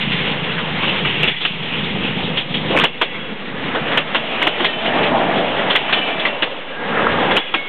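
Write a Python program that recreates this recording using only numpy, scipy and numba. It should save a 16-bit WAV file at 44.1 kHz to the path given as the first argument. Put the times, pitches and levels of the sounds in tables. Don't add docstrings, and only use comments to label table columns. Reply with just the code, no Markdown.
import sys
import numpy as np
from scipy import signal
from scipy.fft import rfft, irfft
from scipy.io import wavfile
from scipy.ndimage import uniform_filter1d
from numba import njit

SR = 44100
rng = np.random.default_rng(int(sys.argv[2]) if len(sys.argv) > 2 else 0)


def amplitude_ratio(level_db):
    exponent = np.asarray(level_db, float) / 20
    return 10 ** exponent


def inscribe(sig):
    pcm = np.round(np.clip(np.atleast_2d(sig).T, -1, 1) * 32767)
    wavfile.write(sys.argv[1], SR, pcm.astype(np.int16))


N = 338688
T_S = np.arange(N) / SR

# centre in [Hz], width in [Hz], level in [dB].
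WAKE_BANDS = [(50, 30, -4.5), (85, 44, 2.5)]
WAKE_CENTRE_S, WAKE_SPAN_S, WAKE_DB = 7.15, 0.2, -33

# centre in [Hz], width in [Hz], level in [dB].
SINGING_BANDS = [(1630, 28, 0.5)]
SINGING_CENTRE_S, SINGING_SPAN_S, SINGING_DB = 7.14, 0.36, -28.5

# centre in [Hz], width in [Hz], level in [dB].
EXHAUST_BANDS = [(124.7, 35, -4), (158.7, 32.4, 2), (192.2, 34, -3.5), (243, 69, -11), (85, 17, -7.5),
                 (50, 23, -8.5)]
FIRING_HZ, FIRING_SCATTER, FIRING_SIZE_DB, PUFF_DECAY_S = 27.5, 0.12, 4, 0.0074
ENGINE_GONE_S, ENGINE_FADE_S, ENGINE_LEFT = 2.85, 0.3, 0.59

# centre in [Hz], width in [Hz], level in [dB].
RUMBLE_BANDS = [(149, 88, -8), (214.7, 60, 3), (270.7, 60, 1)]

# time in [s], rolling level in [dB], engine and underframe level in [dB],
# floor resonance over rolling in [dB], rail corrugation over rolling in [dB].
TRAIN_LEVELS = [(0, -24, -27, -11.5, -9), (.2, -22.5, -27.5, -7.5, -8), (.53, -25.5, -27, -5.5, -5),
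                (.88, -23.5, -27, -5, -6), (1.27, -20, -25.5, -9, -9.5), (1.7, -25, -27.5, -7, -8),
                (1.9, -22.5, -23.5, -8, -9), (2.251, -26, -25, -3, -7), (2.65, -25.5, -25, -4, -7.5),
                (2.84, -25.5, -25, 2, -4), (3.75, -29.5, -28, 0.5, 2.5), (4.45, -22.5, -30.5, 1.5, -3.5),
                (4.901, -23, -26, 3.5, -1), (5.13, -26, -23.5, 10.5, 1.5), (5.7, -25.5, -29.5, 1.5, -1.5),
                (6.27, -27.5, -37, 3.5, -1), (7.0, -27, -25.5, 7, 6.5), (7.37, -22, -27.5, 2.5, -1)]

# centre in [Hz], width in [Hz], level in [dB].
BODY_BANDS = [(310, 170, -2.5), (459, 158, 0.5), (668, 140, -6.5), (812, 230, 1.5)]

# time in [s], pitch in [Hz].
BOOM_PITCH = [(0, 474), (3.4, 495), (4.5, 645), (6.3, 575), (7.2, 506), (7.68, 563)]
BOOM_WIDTH_HZ, BOOM_DB, BOOM_WANDER = 147, -3, 0.066

# centre in [Hz], width in [Hz], level in [dB].
RAIL_BANDS = [(1000, 420, 1.5), (1260, 350, 0.5), (1756, 520, 4.5)]

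# centre in [Hz], width in [Hz], level in [dB].
WHEEL_BANDS = [(2080, 400, -3), (2436, 340, -6), (2800, 456, 0.5), (3250, 520, -2.5), (3680, 580, -3)]

# time in [s], peak in [dB], pitch in [Hz].
RATTLE_KNOCKS = [(6.9248, -19, 1350), (6.9713, -14.5, 1322), (6.9935, -9.5, 1300), (7.0187, -13, 1205),
                 (7.0418, -15, 1500), (7.0673, -8.5, 1353), (7.093, -23, 1000), (7.1136, -20, 1610),
                 (7.1407, -13.5, 1196), (7.1856, -14, 1195)]
RATTLE_T60_S, RATTLE_DB = 0.014, -5.5

# time in [s], peak in [dB], pitch in [Hz].
HARD_KNOCKS = [(1.233, -.5, 2850), (1.2435, -4, 2710), (1.2865, -4.3, 2720), (2.766, -4, 2400),
               (2.7745, -3.5, 2300), (2.7885, -2, 2500), (2.7995, -2.5, 2900), (2.8435, -3, 2610),
               (2.854, -4, 2900), (3.976, -4, 2930), (4.4287, -1.5, 2205), (4.476, -3.5, 1980),
               (4.652, -2.8, 2000), (5.7627, -3.5, 2800), (5.9327, -.5, 2800), (6.432, -5.2, 2900),
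               (7.0685, -1.2, 1097), (7.3668, -4, 2560), (7.372, -4, 2900), (7.547, -3.5, 2500)]
HARD_KNOCK_T60_S, HARD_KNOCK_PANEL_DB = 0.0041, -9.5
PANEL_HZ = 540

# pitch in [Hz], level in [dB], share of ring time [ratio].
DRIVING_WHEEL_MODES = [
    [(1988, -4.5, .8), (3375, 0.5, 1.15)],
    [(2190, -8, 1.2), (2700, 0.5, 1.1), (2870, -7, 1.2)],
]
COACH_WHEEL_MODES = [
    [(2950, -6, 1.1), (3030, 0.5, .9), (3520, -10, .9)],
    [(1830, -1.5, .7), (2380, 0.5, 1.1), (2660, -3, 1.1)],
]
TAIL_WHEEL_MODES = [
    [(2940, -5, .8), (3360, 0.5, 1.1)],
    [(2195, 0.5, 4.2)],
]

# time in [s], radial level in [dB], sideways level in [dB],
# ring time T60 in [s], detune in [percent].
DRIVING_WHEEL_BLOWS = [(.117, -40, -32, .8, 3.1), (1.23, -34, -25, .4, 1.8), (1.276, -16, -38, .7, .8),
                       (1.45, -36, -25, .5, 3.3), (2.839, -28, -22, .8, .1), (3.014, -25, -27, 1.7, -.3),
                       (3.974, -40, -31, .9, 1.5), (4.149, -32, -26, .7, -.1), (6.251, -40, -24, 1.2, .9),
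                       (6.423, -42, -29, 1.2, -.1)]
COACH_WHEEL_BLOWS = [(4.47, -24, -31, .9, .2), (4.644, -23, -25, 2.6, .4), (5.754, -25, -27, 1.1, .3),
                     (5.929, -21, -21, 1.3, -.3)]
TAIL_WHEEL_BLOWS = [(7.308, -23, -45, .35, .6), (7.367, -21, -45, .85, .3), (7.541, -29, -17, .8, .1)]
RING_DROOP_PER_S, RING_FEED, RING_SPLIT_HZ, RING_TWIN = 0.035, 0.007, 20, 0.42
RING_FLICKER_DB, RING_WANDER, RING_DB = 3, 0.0035, -3.5

# centre in [Hz], width in [Hz], level in [dB].
CLATTER_BANDS = [(2120, 860, -1.5), (2750, 1300, 1), (3350, 610, 2.5), (3855, 1100, -5.5)]
# centre in [Hz], width in [Hz], level in [dB].
CRACK_BANDS = [(1104, 420, 0.5), (1590, 380, -1)]
# centre in [Hz], width in [Hz], level in [dB].
THUD_BANDS = [(300, 130, 1.5), (570, 350, 4.5)]

# time in [s], peak in [dB], thud over peak in [dB],
# crack over peak in [dB], clang pitch in [Hz].
FAR_AXLES = [(0.5783, -14, -16, 1.5, 3080), (0.826, -9, -6, -4, 2750), (0.8729, -8, -9, -19, 2820),
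             (1.4062, -11, -12.5, -12, 3550), (1.6228, -14, -14.5, -31, 3340), (2.369, -3, -16, -26, 3240),
             (2.5387, -5.5, -13.5, -29, 3150), (2.701, -14, 7, -12, 2750), (2.7427, -16, 5.5, -1, 2170),
             (2.7913, -8, -14.5, 0.5, 3150), (2.8096, -10, -10, -6, 2046), (3.7477, -14.5, -1, 3.5, 3250),
             (3.9135, -9.5, -8.5, -3.5, 2120), (4.415, -6.5, -13.5, -1, 2920), (4.596, -12.5, 0, 1.5, 3090),
             (4.8477, -9, -6, -10.5, 2870), (5.0288, -6, -12, -10, 2640), (5.6989, -2, -30, -7.5, 3050),
             (5.8907, -13, -8.5, 3, 2410), (5.9694, -11.5, -6, -12, 3010),
             (6.0747, -12.5, -1.5, -19.5, 2350), (6.1916, -9, -10, -15, 3450), (7.3053, -7.5, -11, 0, 2110)]
# time in [s], peak in [dB], thud over peak in [dB],
# crack over peak in [dB], clang pitch in [Hz].
NEAR_AXLES = [(0.1168, -6.5, -22, -20, 2550), (1.048, -5.5, -14.5, -7.5, 2020),
              (1.2296, -5, -35.5, -33, 3310), (1.2755, -6.5, -16, -19, 2990), (1.4496, -2.5, -19, -7, 2800),
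              (2.771, -7, -9, 1, 2395), (2.837, -0.5, -10, -2.5, 3120), (3.0135, -2.5, -7.5, -1.5, 2360),
              (3.9734, -1.5, -10, -6, 2746), (4.146, -3.5, -9, 1, 3160), (4.4687, -1, -6.5, -4.5, 2810),
              (4.644, -2.5, -12.5, -4.5, 3326), (5.7528, -0.5, -19.5, -5.5, 1975),
              (5.9265, 0.5, -17.5, -5, 3235), (6.2512, -1.5, -12, -5.5, 2020),
              (6.4225, -2.5, -10, -7, 2960), (7.3667, -2, -10.5, -5, 3040), (7.5398, -3, -10, -1, 2400)]
FAR_RISE_S, FAR_T60_S = 0.0042, 0.15
NEAR_RISE_S, NEAR_T60_S = 0.00075, 0.09
CRACK_SHARE, CLANG_WIDTH_HZ, CLANG_DB = 0.79, 340, -1.5

# time in [s], depth in [dB], hold in [s].
GAIN_DIPS = [(1.295, 13.5, 0.046), (1.439, 9, 0.044), (2.369, 7, 0.053), (2.56, 2.5, 0.055),
             (2.846, 15.5, .09), (3.04, 8, 0.23), (3.304, 11, 0.055), (4.008, 6.5, 0.074),
             (4.167, 7, 0.054), (4.463, 8, 0.056), (4.661, 9.5, 0.049), (5.758, 4.5, .09),
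             (5.964, 1.5, 0.16), (6.297, 6, 0.27), (6.45, 10.5, 0.28), (6.555, 13.5, 0.07),
             (7.38, 17.5, 0.07), (7.57, 16.5, .12)]
DIP_FALL_S, RECOVER_DB_PER_S = 0.022, 35
ENGINE_DIP, RAIL_DIP, WHEEL_DIP, RING_DIP = 1.07, 0.92, 0.56, 0.3

# frequency in [Hz], gain in [dB].
CAMERA_RESPONSE = [(20, -14), (90, 0.5), (150, 1), (3400, 0.5), (3900, -7.5), (4300, -17), (4600, -42),
                   (4800, -88)]
PREAMP_CEILING, MIC_OFFSET, CLIP_LEVEL = 0.75, 0.0254, 0.707


def level(x, db):
    return x * amplitude_ratio(db) / np.sqrt(np.mean(x ** 2))


@njit
def ring(x, pole):
    y, z = np.empty(len(x)), 0j
    for i in range(len(x)):
        z = z * pole[i] + x[i]
        y[i] = z.imag
    return y


def band(x, hz, width_hz):
    return signal.lfilter(*signal.iirpeak(hz, hz / width_hz, SR), x)


def steep_band(x, hz, width_hz):
    return band(band(x, hz, width_hz), hz, width_hz)


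def walk(rate_hz):
    k = int(SR / rate_hz)
    steps = np.repeat(rng.standard_normal(N // k + 1), k)
    return 1.28 * uniform_filter1d(uniform_filter1d(steps, k), k)[:N]


def swell(centre_s, span_s):
    return np.exp(-((T_S - centre_s) / span_s) ** 2)


def roar(modes, shared_db, flicker_db, rate_hz):
    out = 0
    for hz, width_hz, db in modes:
        noise = steep_band(rng.standard_normal(N), hz, 1.64 * width_hz)
        out = out + level(noise, db) * amplitude_ratio(shared_db + flicker_db * walk(rate_hz))
    return level(out, 0)


def wake():
    return swell(WAKE_CENTRE_S, WAKE_SPAN_S) * roar(WAKE_BANDS, 0, 2.9, 14)


def singing_rail():
    return swell(SINGING_CENTRE_S, SINGING_SPAN_S) * roar(SINGING_BANDS, 0, 2.5, 20)


def underframe_rumble(jolts):
    return roar(RUMBLE_BANDS, 0.28 * jolts, 1.4, 15)


def engine():
    chance = rng.standard_normal((N // 500, 2))
    gaps = SR / FIRING_HZ * (1 + FIRING_SCATTER * chance[:, 0])
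    starts = np.cumsum(gaps).astype(int)
    inside = starts < N
    pulses = np.zeros(N)
    pulses[starts[inside]] = amplitude_ratio(FIRING_SIZE_DB * np.clip(chance[inside, 1], -2, 1))
    puffs = signal.lfilter([1], [1, -np.exp(-1 / (PUFF_DECAY_S * SR))], pulses)
    gas = (puffs + 0.5) * rng.standard_normal(N)
    out = sum(level(steep_band(gas, hz, 2.0 * width_hz), db) for hz, width_hz, db in EXHAUST_BANDS)
    return level(out, 0)


def low_end_shares():
    near = 1 / (1 + np.exp((T_S - ENGINE_GONE_S) / ENGINE_FADE_S))
    engine_share = ENGINE_LEFT + (1 - ENGINE_LEFT) * near
    return engine_share, np.sqrt(np.clip(1 - engine_share ** 2, 0, 1))


def body(boom_hz, jolts_db):
    pole = np.exp(2j * np.pi * boom_hz / SR - np.pi * BOOM_WIDTH_HZ / SR)
    boom = ring(ring(rng.standard_normal(N), pole), pole)
    panels = roar(BODY_BANDS, jolts_db, 2.2, 25)
    return level(panels + level(boom, BOOM_DB) * amplitude_ratio(jolts_db + 1.6 * walk(45)), 0)


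def rail_roar(jolts):
    return roar(RAIL_BANDS, 0.59 * jolts, 1.9, 30)


def wheel_hiss(jolts):
    return roar(WHEEL_BANDS, 1.1 * jolts, 2.4, 30)


def knocks(table, t60_s, panel_db):
    out = np.zeros(N)
    t = T_S[:SR // 10]
    shape = t * np.exp(-t * np.log(1000) / t60_s)
    shape = shape / shape.max()
    panel = amplitude_ratio(panel_db) * np.sin(2 * np.pi * PANEL_HZ * t)
    for s, db, hz in table:
        out[int(s * SR):][:len(t)] += amplitude_ratio(db) * (np.sin(2 * np.pi * hz * t) + panel) * shape
    return out


def struck_modes():
    sets = ((DRIVING_WHEEL_MODES, DRIVING_WHEEL_BLOWS), (COACH_WHEEL_MODES, COACH_WHEEL_BLOWS),
            (TAIL_WHEEL_MODES, TAIL_WHEEL_BLOWS))
    rings = []
    for wheel, blows in sets:
        for s, radial_db, sideways_db, t60_s, detune in blows:
            for modes, db in zip(wheel, (radial_db, sideways_db)):
                for hz, mode_db, share in modes:
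                    rings.append((s, hz * (1 + detune / 100), db + mode_db, t60_s * share))
    return rings


def ringing_wheels():
    out = np.zeros(N)
    flicker = amplitude_ratio(RING_FLICKER_DB * walk(35))
    wander = RING_WANDER * walk(12)
    rings = struck_modes()
    starts = rng.integers(0, N - SR, len(rings))
    noises = rng.standard_normal((len(rings), SR))
    for (s, hz, db, t60_s), noise, start in zip(rings, noises, starts):
        i = int(s * SR)
        t = T_S[:min(SR, N - i)]
        part = slice(start, start + len(t))
        push = RING_FEED * noise[:len(t)] * 1000. ** (-t / t60_s)
        push[0] = 1
        fade = np.cos(np.pi * t / 2) * flicker[part]
        for split_hz, share in ((0, 1), (RING_SPLIT_HZ, RING_TWIN)):
            falling_hz = (hz + split_hz) * (1 - RING_DROOP_PER_S * t + wander[part])
            tone = ring(push, np.exp(2j * np.pi * falling_hz / SR - np.log(1000) / (t60_s * SR)))
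            out[i:i + len(t)] += amplitude_ratio(db + RING_DB) * share * tone * fade
    return out


def joints(table, rise_s, t60_s):
    clatter = roar(CLATTER_BANDS, 0, 3.0, 120)
    crack = roar(CRACK_BANDS, 0, 1.4, 130)
    thud = roar(THUD_BANDS, 0, 2.3, 60)
    white = rng.standard_normal(N)
    out = np.zeros(N)
    for s, db, thud_db, crack_db, clang_hz in table:
        i = int(s * SR)
        t = T_S[:min(SR // 4, N - i)]
        here = slice(i, i + len(t))
        attack = 1 - np.exp(-t / rise_s)
        shape = attack * 1000. ** (-(t / t60_s) ** 1.4)
        short = attack * 1000. ** (-(t / (CRACK_SHARE * t60_s)) ** 1.12)
        clang = level(band(white[here], clang_hz, CLANG_WIDTH_HZ), CLANG_DB)
        parts = ((shape * (clatter[here] + clang), 0), (short * crack[here], crack_db),
                 (shape * thud[here], thud_db))
        for burst, part_db in parts:
            out[here] += amplitude_ratio(db + part_db - 2) * burst / np.abs(burst).max()
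    return out


def gain_dip():
    dip_db = np.zeros(N)
    for s, depth_db, hold_s in GAIN_DIPS:
        t = np.maximum(T_S - s, 0)
        left_db = depth_db - RECOVER_DB_PER_S * np.maximum(t - hold_s, 0)
        dip_db = np.maximum(dip_db, (1 - np.exp(-t / DIP_FALL_S)) * left_db)
    return -dip_db


def scene():
    s, *columns = np.transpose(TRAIN_LEVELS)
    roll_db, low_db, floor_db, corrugation_db = (np.interp(T_S, s, c) for c in columns)
    dip_db = gain_dip()
    low_db = low_db + ENGINE_DIP * dip_db
    body_db = roll_db + floor_db + dip_db
    rail_db = roll_db + corrugation_db + RAIL_DIP * dip_db
    wheel_db = roll_db + WHEEL_DIP * dip_db
    boom_hz = np.interp(T_S, *np.transpose(BOOM_PITCH)) * (1 + BOOM_WANDER * walk(8))
    jolts = walk(19)
    engine_share, coach_share = low_end_shares()

    out = amplitude_ratio(low_db) * engine_share * engine()
    out += amplitude_ratio(body_db) * body(boom_hz, 0.69 * jolts)
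    out += amplitude_ratio(rail_db) * rail_roar(jolts)
    out += amplitude_ratio(wheel_db) * wheel_hiss(jolts)
    out += knocks(RATTLE_KNOCKS, RATTLE_T60_S, RATTLE_DB)
    out += knocks(HARD_KNOCKS, HARD_KNOCK_T60_S, HARD_KNOCK_PANEL_DB)
    out += joints(NEAR_AXLES, NEAR_RISE_S, NEAR_T60_S)
    out += joints(FAR_AXLES, FAR_RISE_S, FAR_T60_S)
    out += amplitude_ratio(RING_DIP * dip_db) * ringing_wheels()
    out += amplitude_ratio(low_db) * coach_share * underframe_rumble(jolts)
    out += amplitude_ratio(WAKE_DB + dip_db) * wake()
    out += amplitude_ratio(SINGING_DB + RING_DIP * dip_db) * singing_rail()
    return out[None]


def band_limit(x):
    return signal.sosfilt(signal.butter(12, 15850, fs=SR, output="sos"), x)


def record(dry):
    hz, db = np.transpose(CAMERA_RESPONSE)
    f_hz = np.maximum(np.fft.rfftfreq(N, 1 / SR), 1)
    response = amplitude_ratio(np.interp(np.log(f_hz), np.log(hz), db, right=-120))
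    saturated = PREAMP_CEILING * np.tanh(dry / PREAMP_CEILING)
    narrow = irfft(rfft(saturated) * response, N)
    mix = np.clip(narrow + MIC_OFFSET, -CLIP_LEVEL, CLIP_LEVEL)
    return band_limit(mix)


dry = scene()
out = record(dry)
inscribe(out)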